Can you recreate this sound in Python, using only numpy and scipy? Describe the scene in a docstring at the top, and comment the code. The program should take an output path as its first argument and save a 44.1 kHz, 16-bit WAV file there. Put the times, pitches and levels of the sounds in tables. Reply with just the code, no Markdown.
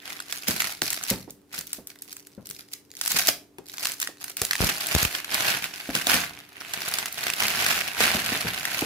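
"""On a table in a small room, clear plastic wrap is picked at, torn and pulled off a cardboard box.
A two-microphone phone is close by. The film buckles in swarms of tiny noisy clicks, with a soft rub of noise.
Louder single snaps are a burst of noise with a short ring. Pushes on the hollow box are damped swings,
and raps of its edge on the table are swings that slow down.
The room answers with fading noise tails, over still air (shaped noise) and a faint motor hum (sines)."""
import sys
import numpy as np
from scipy import signal
from scipy.fft import rfft, irfft, next_fast_len
from scipy.io import wavfile
from scipy.ndimage import map_coordinates

SR = 44100
rng = np.random.default_rng(int(sys.argv[2]) if len(sys.argv) > 2 else 0)


def to_wav(sig):
    """Store sig (one row per channel, or 1-D mono) as 16-bit WAV at the path in sys.argv[1].

    Samples outside -1..1 are clipped; the rate is SR.
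    """
    pcm = np.clip(np.atleast_2d(sig), -1, 1) * 32767
    pcm = np.round(pcm).astype(np.int16)
    wavfile.write(sys.argv[1], SR, pcm.T)  # frames by channels


N = 390285


def amp(db):
    """Turn decibels into a plain gain."""
    return 10 ** (np.asarray(db) / 20)


def unit(x):
    """Scale to an rms (average strength) of 1."""
    return x / np.sqrt(np.mean(x ** 2) + 1e-20)


def along(points, hz):
    """Read a curve of (Hz, value) points, with pitch on a log axis."""
    f, v = np.transpose(points)
    return np.interp(np.log(hz + 1), np.log(f + 1), v)


def wobble(rate):
    """A smooth random curve through rate random points a second."""
    knots = rng.standard_normal(int(N * rate / SR) + 4)
    return map_coordinates(knots, [np.arange(N) * rate / SR])


def filtered(x, response):
    """Filter x by a gain (it may be complex) that depends on frequency."""
    m = next_fast_len(x.shape[-1] + SR // 2)  # silence added so that the end does not wrap to the start
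    spectrum = rfft(x, m) * response(np.fft.rfftfreq(m, 1 / SR))
    return irfft(spectrum, m)[..., :x.shape[-1]]


def causal(points):
    """A filter with the given (Hz, dB) colour that never sounds ahead of its input (minimum phase)."""
    def response(hz):
        cepstrum = irfft(np.log(amp(along(points, hz))))
        # fold the second half onto the first
        cepstrum[1:len(cepstrum) // 2] *= 2
        cepstrum[len(cepstrum) // 2 + 1:] = 0
        return np.exp(rfft(cepstrum))
    return response


def diffuse(pair):
    """Mix two unrelated signals: long bass waves are alike on both sides, short treble waves are not."""
    # left-right likeness of sound from all around: pitch_hz [Hz], likeness [1 = the same on both sides]
    likeness = [(100, 0.99), (500, 0.54), (1400, 0.5), (15000, 0.055)]
    turn = lambda hz: np.arccos(np.clip(along(likeness, hz), -1, 1)) / 2
    mid, side = filtered(pair, lambda hz: np.array([np.cos(turn(hz)), np.sin(turn(hz))]))
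    return np.array([mid + side, mid - side])


def place(shapes, s, pan_db, lag):
    """Add short waveforms at times s, pan_db louder on the left and lag samples later there."""
    out = np.zeros((2, N))
    for side, sign in enumerate((1, -1)):  # left, right
        first = np.round(s * SR + (sign > 0) * lag).astype(int)
        at = first[:, None] + np.arange(shapes.shape[1])
        gain = amp(sign * pan_db / 2)[:, None]
        out[side] = np.bincount(np.clip(at, 0, N).ravel(), (shapes * gain).ravel(), N + 1)[:N]
    return out


def background():
    """Still room air is shaped noise; the motor hums at multiples of its steady speed."""
    # colour of the air, relative: pitch_hz [Hz], level_db [dB per Hz]
    air_colour = [(20, -44), (90, -17), (310, -16), (440, -17), (620, -25.5), (2400, -36.5), (15500, -41)]
    # motor tones: multiple [times the motor speed], level_db [dB rms, before a slow waver]
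    hum_tones = [(6, -63), (8, -68), (9, -75)]
    air_db, motor_hz = -61, 48.45
    noise = rng.standard_normal((2, N))
    air = unit(diffuse(filtered(noise, lambda hz: amp(along(air_colour, hz)))))
    turn = 2 * np.pi * motor_hz * np.arange(N) / SR
    hum = 0
    for k, db in hum_tones:
        waver_db = wobble(2.57)
        hum = hum + np.sqrt(2) * amp(db + waver_db) * np.sin(k * turn + k * k)
    return amp(air_db) * air + hum


def room(x):
    """Each frequency dies at its own speed; a fresh tail for every short stretch, as the hands move about."""
    # how long the room rings: pitch_hz [Hz], fade_s [s to fall 60 dB]
    fade_times = [(100, 0.8), (300, 0.39), (1000, 0.29), (13000, 0.25)]
    out, step = np.zeros((2, N + SR)), SR // 4
    for at in range(0, N, step):
        hz, t, z = signal.stft(rng.standard_normal((2, SR // 2)), SR, nperseg=256)
        fade = amp(-60 * t / along(fade_times, hz)[:, None])
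        tail = signal.istft(z * fade, SR, nperseg=256)[1]
        wet = signal.fftconvolve(x[None, at:at + step], tail / np.linalg.norm(tail[0]), axes=1)
        out[:, at + 150:][:, :wet.shape[1]] += wet  # the answer starts 150 samples late
    return diffuse(out[:, :N])


def raps():
    """The box edge raps the table: a dry bending wave whose high pitches arrive first, so the swing slows down."""
    # raps on the table: start_s [s], level_db [dB at the start, before panning and filter]
    rap_list = [(4.417, -28.5), (4.605, -16.5), (4.6394, -18), (4.9498, -15), (4.963, -16.5), (5.0288, -24),
                (5.0519, -21)]
    half_swing_s, life_s = .0015, 0.01  # first half swing, later ones stretch; time to decay to 37 %
    s, db = np.transpose(rap_list)
    t = np.arange(SR // 10) / SR
    wave = -np.cos(np.pi * np.sqrt(t / half_swing_s)) * np.exp(-t / life_s)
    blows = place(amp(db)[:, None] * wave, s, 6 * rng.standard_normal(len(s)), 0 * s)
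    # lift the treble, from 250 Hz up to 700 Hz
    return filtered(blows, lambda hz: (1 + 1j * hz / 250) / (1 + 1j * hz / 700))


def knocks():
    """A soft push on the hollow box: a damped swing whose overtone dies first, and a loose shudder of the card."""
    # pushes on the box: start_s [s], level_db [dB, before gain and filter], pitch_hz [Hz of the thud]
    knock_list = [(0.4837, -19.5, 206), (0.8186, -25.5, 297), (1.111, -16, 198), (1.277, -34, 350),
                  (1.585, -38, 160), (1.7837, -33, 244), (2.377, -32.5, 202), (2.5, -41, 151),
                  (3.1413, -30, 177.6), (3.286, -24.5, 670), (3.584, -32.5, 344), (4.088, -34.5, 500),
                  (4.417, -24, 425), (4.622, -18.5, 170), (5.889, -22.5, 249), (5.95, -24, 198),
                  (6.069, -20, 650), (6.14, -22, 190), (8.0046, -15, 670), (8.146, -17.5, 236),
                  (8.3194, -23, 250), (8.4467, -22, 171), (8.8209, -17.5, 300)]
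    swing_cycles, shudder_cycles = 1.25, 7  # cycles to decay to 37 %: the push, the loose card
    s, db, hz = np.transpose(knock_list)[:, :, None]
    turns = hz * np.arange(SR // 4) / SR
    swing = -np.cos(2 * np.pi * turns) * np.exp(-turns / swing_cycles)
    overtone = 0.37 * np.sin(2 * np.pi * 2.7 * turns) * np.exp(-turns)
    shudder = 1.5 * rng.standard_normal(turns.shape) * np.exp(-turns / shudder_cycles)

    def card(f):
        """The card answers most strongly around the pitch of its thud."""
        resonance = 1 / (1 - (f / hz) ** 2 + .9j * f / hz)
        return np.sqrt(230 / hz) * resonance * (1 + .6j * f / hz)

    shudder = filtered(shudder, card)
    soft_start = 1 - np.exp(-turns / .45)
    shapes = 1.6 * amp(db) * (swing + overtone + shudder) * soft_start
    push = place(shapes, s[:, 0], 6 * rng.standard_normal(len(s)), 0 * s[:, 0])
    return filtered(push, causal([(20, -22), (60, -6.5), (600, 3), (2500, -5), (15000, -56)]))


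def snaps():
    """One crease runs across the film: a ragged crack of a few ms, and the taut patch rings for a few cycles.
    Also returns the crack averaged over all directions, a plain click with the ring, which the walls receive."""
    # single snaps: start_s [s, start of the ring], level_db [dB, before mix and filter], pitch_hz [Hz of the ring]
    snap_list = [(0.1033, -28, 2060), (0.2019, -26, 1500), (0.325, -17, 4730), (0.4837, -11, 5950),
                 (0.604, -14, 2090), (0.62, -16, 2070), (0.8184, -13, 4500), (0.904, -16.5, 6500),
                 (0.93, -13, 7700), (1.037, -18.5, 6400), (1.1015, -9.5, 6700), (1.306, -27.5, 12700),
                 (1.5881, -19, 10700), (1.61, -23.5, 7200), (1.6698, -27.5, 11500), (1.731, -16, 8900),
                 (1.8716, -23.5, 11070), (2.021, -24, 11000), (2.1281, -25, 8000), (2.167, -29, 7100),
                 (2.27, -32, 7950), (2.4698, -28.5, 7950), (2.5005, -23.5, 8000), (2.5103, -24, 7800),
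                 (2.7334, -25, 7300), (2.9687, -31, 6800), (3.013, -13.5, 5750), (3.06, -15, 8000),
                 (3.0776, -11.5, 7900), (3.1184, -11, 7200), (3.1882, -14, 11200), (3.272, -11, 7200),
                 (3.2867, -13, 7760), (3.584, -37, 2500), (3.7823, -24, 4500), (3.8546, -11, 4440),
                 (3.8703, -16.5, 3990), (3.9186, -20.5, 7560), (4.001, -18.5, 6860), (4.0155, -19, 7400),
                 (4.0185, -18, 7500), (4.0274, -19.5, 1900), (4.0734, -19, 1883), (4.2416, -19, 10600),
                 (4.298, -24, 9000), (4.369, -15.5, 7500), (4.417, -9.5, 6900), (4.4504, -13.5, 7300),
                 (4.51, -11.5, 1960), (4.5323, -17.5, 1980), (4.554, -19, 1900), (4.8694, -11.5, 8180),
                 (4.95, -11.5, 3720), (5.029, -11, 6700), (5.051, -13.5, 2600), (5.1507, -19, 3120),
                 (5.2454, -23.5, 2700), (5.3437, -11, 4900), (5.6417, -19.5, 2530), (5.952, -13, 2720),
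                 (6.0696, -12, 3450), (6.097, -13.5, 1510), (6.1422, -13, 3002), (6.736, -19.5, 2860),
                 (6.8853, -19, 7000), (6.939, -14, 4900), (6.986, -16.5, 1570), (7.058, -20.5, 2620),
                 (7.126, -20.5, 12300), (7.2375, -22.5, 1810), (7.2681, -19.5, 2100), (7.3009, -15, 2650),
                 (7.3364, -18.5, 2680), (7.4038, -13, 2770), (7.468, -19, 4750), (7.4824, -15, 4740),
                 (7.664, -13.5, 1670), (8.005, -16, 2080), (8.2626, -22.5, 4110), (8.41, -19.5, 4500),
                 (8.653, -16.5, 1830), (8.7912, -20, 3010)]
    s, db, hz = np.transpose(snap_list)
    t = np.arange(500) / SR
    u = rng.random((len(s), 2))
    late = np.maximum(t - .001, 0)  # the patch lets go 1 ms into the crack
    ring = np.sin(2 * np.pi * hz[:, None] * late) * np.exp(-late * hz[:, None] / 2.4)
    run = (t / .0009) ** 2 * np.exp(-t / .0009)  # the crack swells and fades
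    noise = rng.standard_normal((len(s), len(t)))
    dull = np.clip(0.58 * np.log2(4000 / hz), -1, 1)[:, None]  # a wide crease rings low and cracks dull
    colour = lambda x: (x + dull * np.roll(x, 1, axis=1)) / np.sqrt(1 + dull ** 2)
    crack = run * colour(noise)
    crack = .62 * amp(db)[:, None] * crack / np.abs(crack).max(axis=1)[:, None]
    ring = .42 * amp(db)[:, None] * ring
    click = colour(1. * (t == 0)[None])
    plain = .35 * ring + np.linalg.norm(crack, axis=1)[:, None] * click
    direct = place(ring + crack, s - .001, 5 * (u[:, 0] - .5), 24 * (u[:, 1] - .5))
    to_walls = place(plain, s, 0 * s, 0 * s)[:1]
    both = np.vstack([direct, to_walls])
    both = filtered(both, causal([(300, -12.5), (1500, 11.5), (6000, 11), (15000, 8.5)]))
    return both[:2], both[2]


def tugs():
    """Strength of the pull in dB: every tug swells to its height and fades, and neighbours overlap."""
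    # tugs at the film: peak_s [s], level_db [dB at the height], swell_s [s to swell 20 dB], fade_s [s to fade 20 dB]
    tug_list = [(.095, -41, 0.09, 0.16), (.327, -41, 0.14, 0.26), (.488, -26, 0.0342, 0.12),
                (.634, -31, 0.13, 0.1556), (.84, -32, 0.02, 0.37), (1.105, -28.5, 0.04, 0.056),
                (1.585, -32, 0.07, .04), (1.739, -42, 0.08, 0.05), (1.885, -51, 0.0351, 0.18),
                (2.128, -47, 0.16, 0.135), (2.34, -58, 0.17, 0.28), (2.516, -42, 0.1, 0.01),
                (2.615, -38, 0.12, 0.01), (2.735, -40, 0.07, 0.0146), (3.03, -36, 0.0264, 0.16),
                (3.19, -24, .2, 0.0853), (3.286, -21, 0.0351, 0.0434), (3.71, -44, 0.05, 0.12),
                (3.855, -31, 0.1546, 0.11), (4.04, -40, 0.11, 0.04), (4.287, -39, 0.12, 0.04),
                (4.39, -34, 0.02, .25), (4.645, -27, 0.11, 0.1851), (4.82, -35, 0.07, 0.18),
                (4.92, -29, 0.08, 0.0235), (5.01, -28, 0.16, 0.11), (5.156, -35, .1, 0.09),
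                (5.32, -31, .015, 0.2649), (5.49, -28, 0.26, 0.1765), (5.646, -39, 0.03, 0.14),
                (5.86, -40, 0.23, 0.24), (5.955, -29, 0.0253, .12), (6.1, -23, .045, 0.1681),
                (6.36, -52, .2, 0.22), (6.75, -41, 0.22, 0.29), (6.99, -35, 0.41, 0.15),
                (7.26, -34, 0.21, 0.11), (7.42, -31, 0.05, 0.24), (7.64, -29, 0.42, 0.43),
                (8.02, -25, 0.0747, 0.2739), (8.33, -34, 0.41, 0.4146), (8.85, -32, .5, .1)]
    roundness, slack_db = 1.5, -80  # power of time in swell and fade; the film left alone
    now = np.arange(N // 32 + 2) * 32 / SR  # every 32nd sample is enough
    power = amp(2 * slack_db)
    for s, db, swell, fade in tug_list:
        away = np.where(now < s, (s - now) / swell, (now - s) / fade)
        power = power + amp(2 * (db - 20 * away ** roundness))
    return np.interp(np.arange(N) / SR, now, 10 * np.log10(power))


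def crinkle():
    """The film gives way in jerks: clumps of buckling clicks, packed denser by a harder pull.
    Each click sounds both as a fine crease and as a duller, broader fold."""
    # balance as the film bunches up: time_s [s], level_db [dB of broad folds over fine creases]
    bunching = [(0, 3), (.4, -4.5), (1.8, -6.5), (2.6, -15), (3.2, -6.5), (3.85, -9.5), (4.1, -6),
                (4.6, -2.5), (5.5, 2), (5.95, -1), (6.45, 5), (7.0, 0), (8.5, 3), (8.85, 1)]
    # colour of fine creases, relative: pitch_hz [Hz], level_db [dB]
    fine_colour = [(1300, -28), (2050, -2), (3100, -4), (4500, 3.5), (6500, 1), (8700, -3), (11000, 1.5),
                   (15500, -4.5)]
    # colour of broad folds, relative: pitch_hz [Hz], level_db [dB]
    broad_colour = [(30, -28), (60, -11.5), (150, -5), (540, -8), (690, 0.5), (900, -4), (1330, -2),
                    (1510, 2.4), (1750, 0.5), (2600, 2), (4500, -8), (9000, -58)]
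    fine_db = tugs()
    broad_db = fine_db + np.interp(np.arange(N) / SR, *np.transpose(bunching))
    busy = amp(.78 * np.maximum(fine_db, broad_db))
    busy = busy / busy.mean()

    # 650 clicks a second on average, gathered into clumps by a quick random wobble
    flow = np.cumsum(busy * amp(6.5 * wobble(110)))
    u = rng.random((round(650 * N / SR), 7))
    at = np.searchsorted(flow, u[:, 0] * flow[-1]) / SR

    samples = np.arange(220)
    t = samples / SR / (0.00061 * (0.29 + u[:, 2:3]))  # time in units of each click's own length
    size = amp(4.7 * np.minimum(-np.log(u[:, 1:2]), 3.1))  # many small clicks, few big ones
    # each buckling patch has its own size, so its own pitch
    pitch = np.cos(2 * np.pi * 1300 * 4.5 ** u[:, 6:] * samples / SR)
    rubbing = 0.55 * amp(np.minimum(broad_db - fine_db, 0))  # bunched film also slides over itself
    fine_share = u[:, 5:6]
    film = 0
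    for db, colour, share in ((fine_db, fine_colour, fine_share), (broad_db, broad_colour, 1 - fine_share)):
        body = rng.standard_normal(t.shape) + .45 * pitch
        shapes = size * (0.3 + share) * body * t * np.exp(-t)
        clicks = place(shapes, at, 8 * (u[:, 3] - .5), 30 * (u[:, 4] - .5))
        # even out the loudness that comes from denser clicks; db sets it below
        clicks = unit(filtered(clicks, causal(colour)) / np.sqrt(busy))
        rub = unit(diffuse(filtered(rng.standard_normal((2, N)), causal(colour))))
        film = film + amp(db) * (clicks + rubbing * rub)
    return film


def scene():
    """Film and box near the phone, with the room's answer."""
    rustle = amp(0.7) * crinkle()
    cracks, spread = snaps()
    box = knocks()
    send = amp(-8.5) * (rustle[0] + spread) + amp(-12) * box[0]  # what the walls receive
    return rustle + cracks + box + raps() + room(send) + background()


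def record(dry):
    """The two microphones differ in colour; the phone keeps nothing above its band limit."""
    # left microphone against the right: pitch_hz [Hz], level_db [dB louder on the left]
    left_over_right = [(40, 1), (600, 0), (1400, -3.5), (10000, 0)]
    top_hz = 16700
    heard = filtered(dry, lambda hz: amp(np.outer([.5, -.5], along(left_over_right, hz))))
    # from 15.5 kHz the treble drops 4 dB every 100 Hz, down to -36 dB
    slope = lambda hz: amp(-4 * np.clip(hz / 100 - 155, 0, 9))
    return filtered(heard, lambda hz: slope(hz) * (hz < top_hz))


dry = scene()
out = record(dry)
to_wav(out)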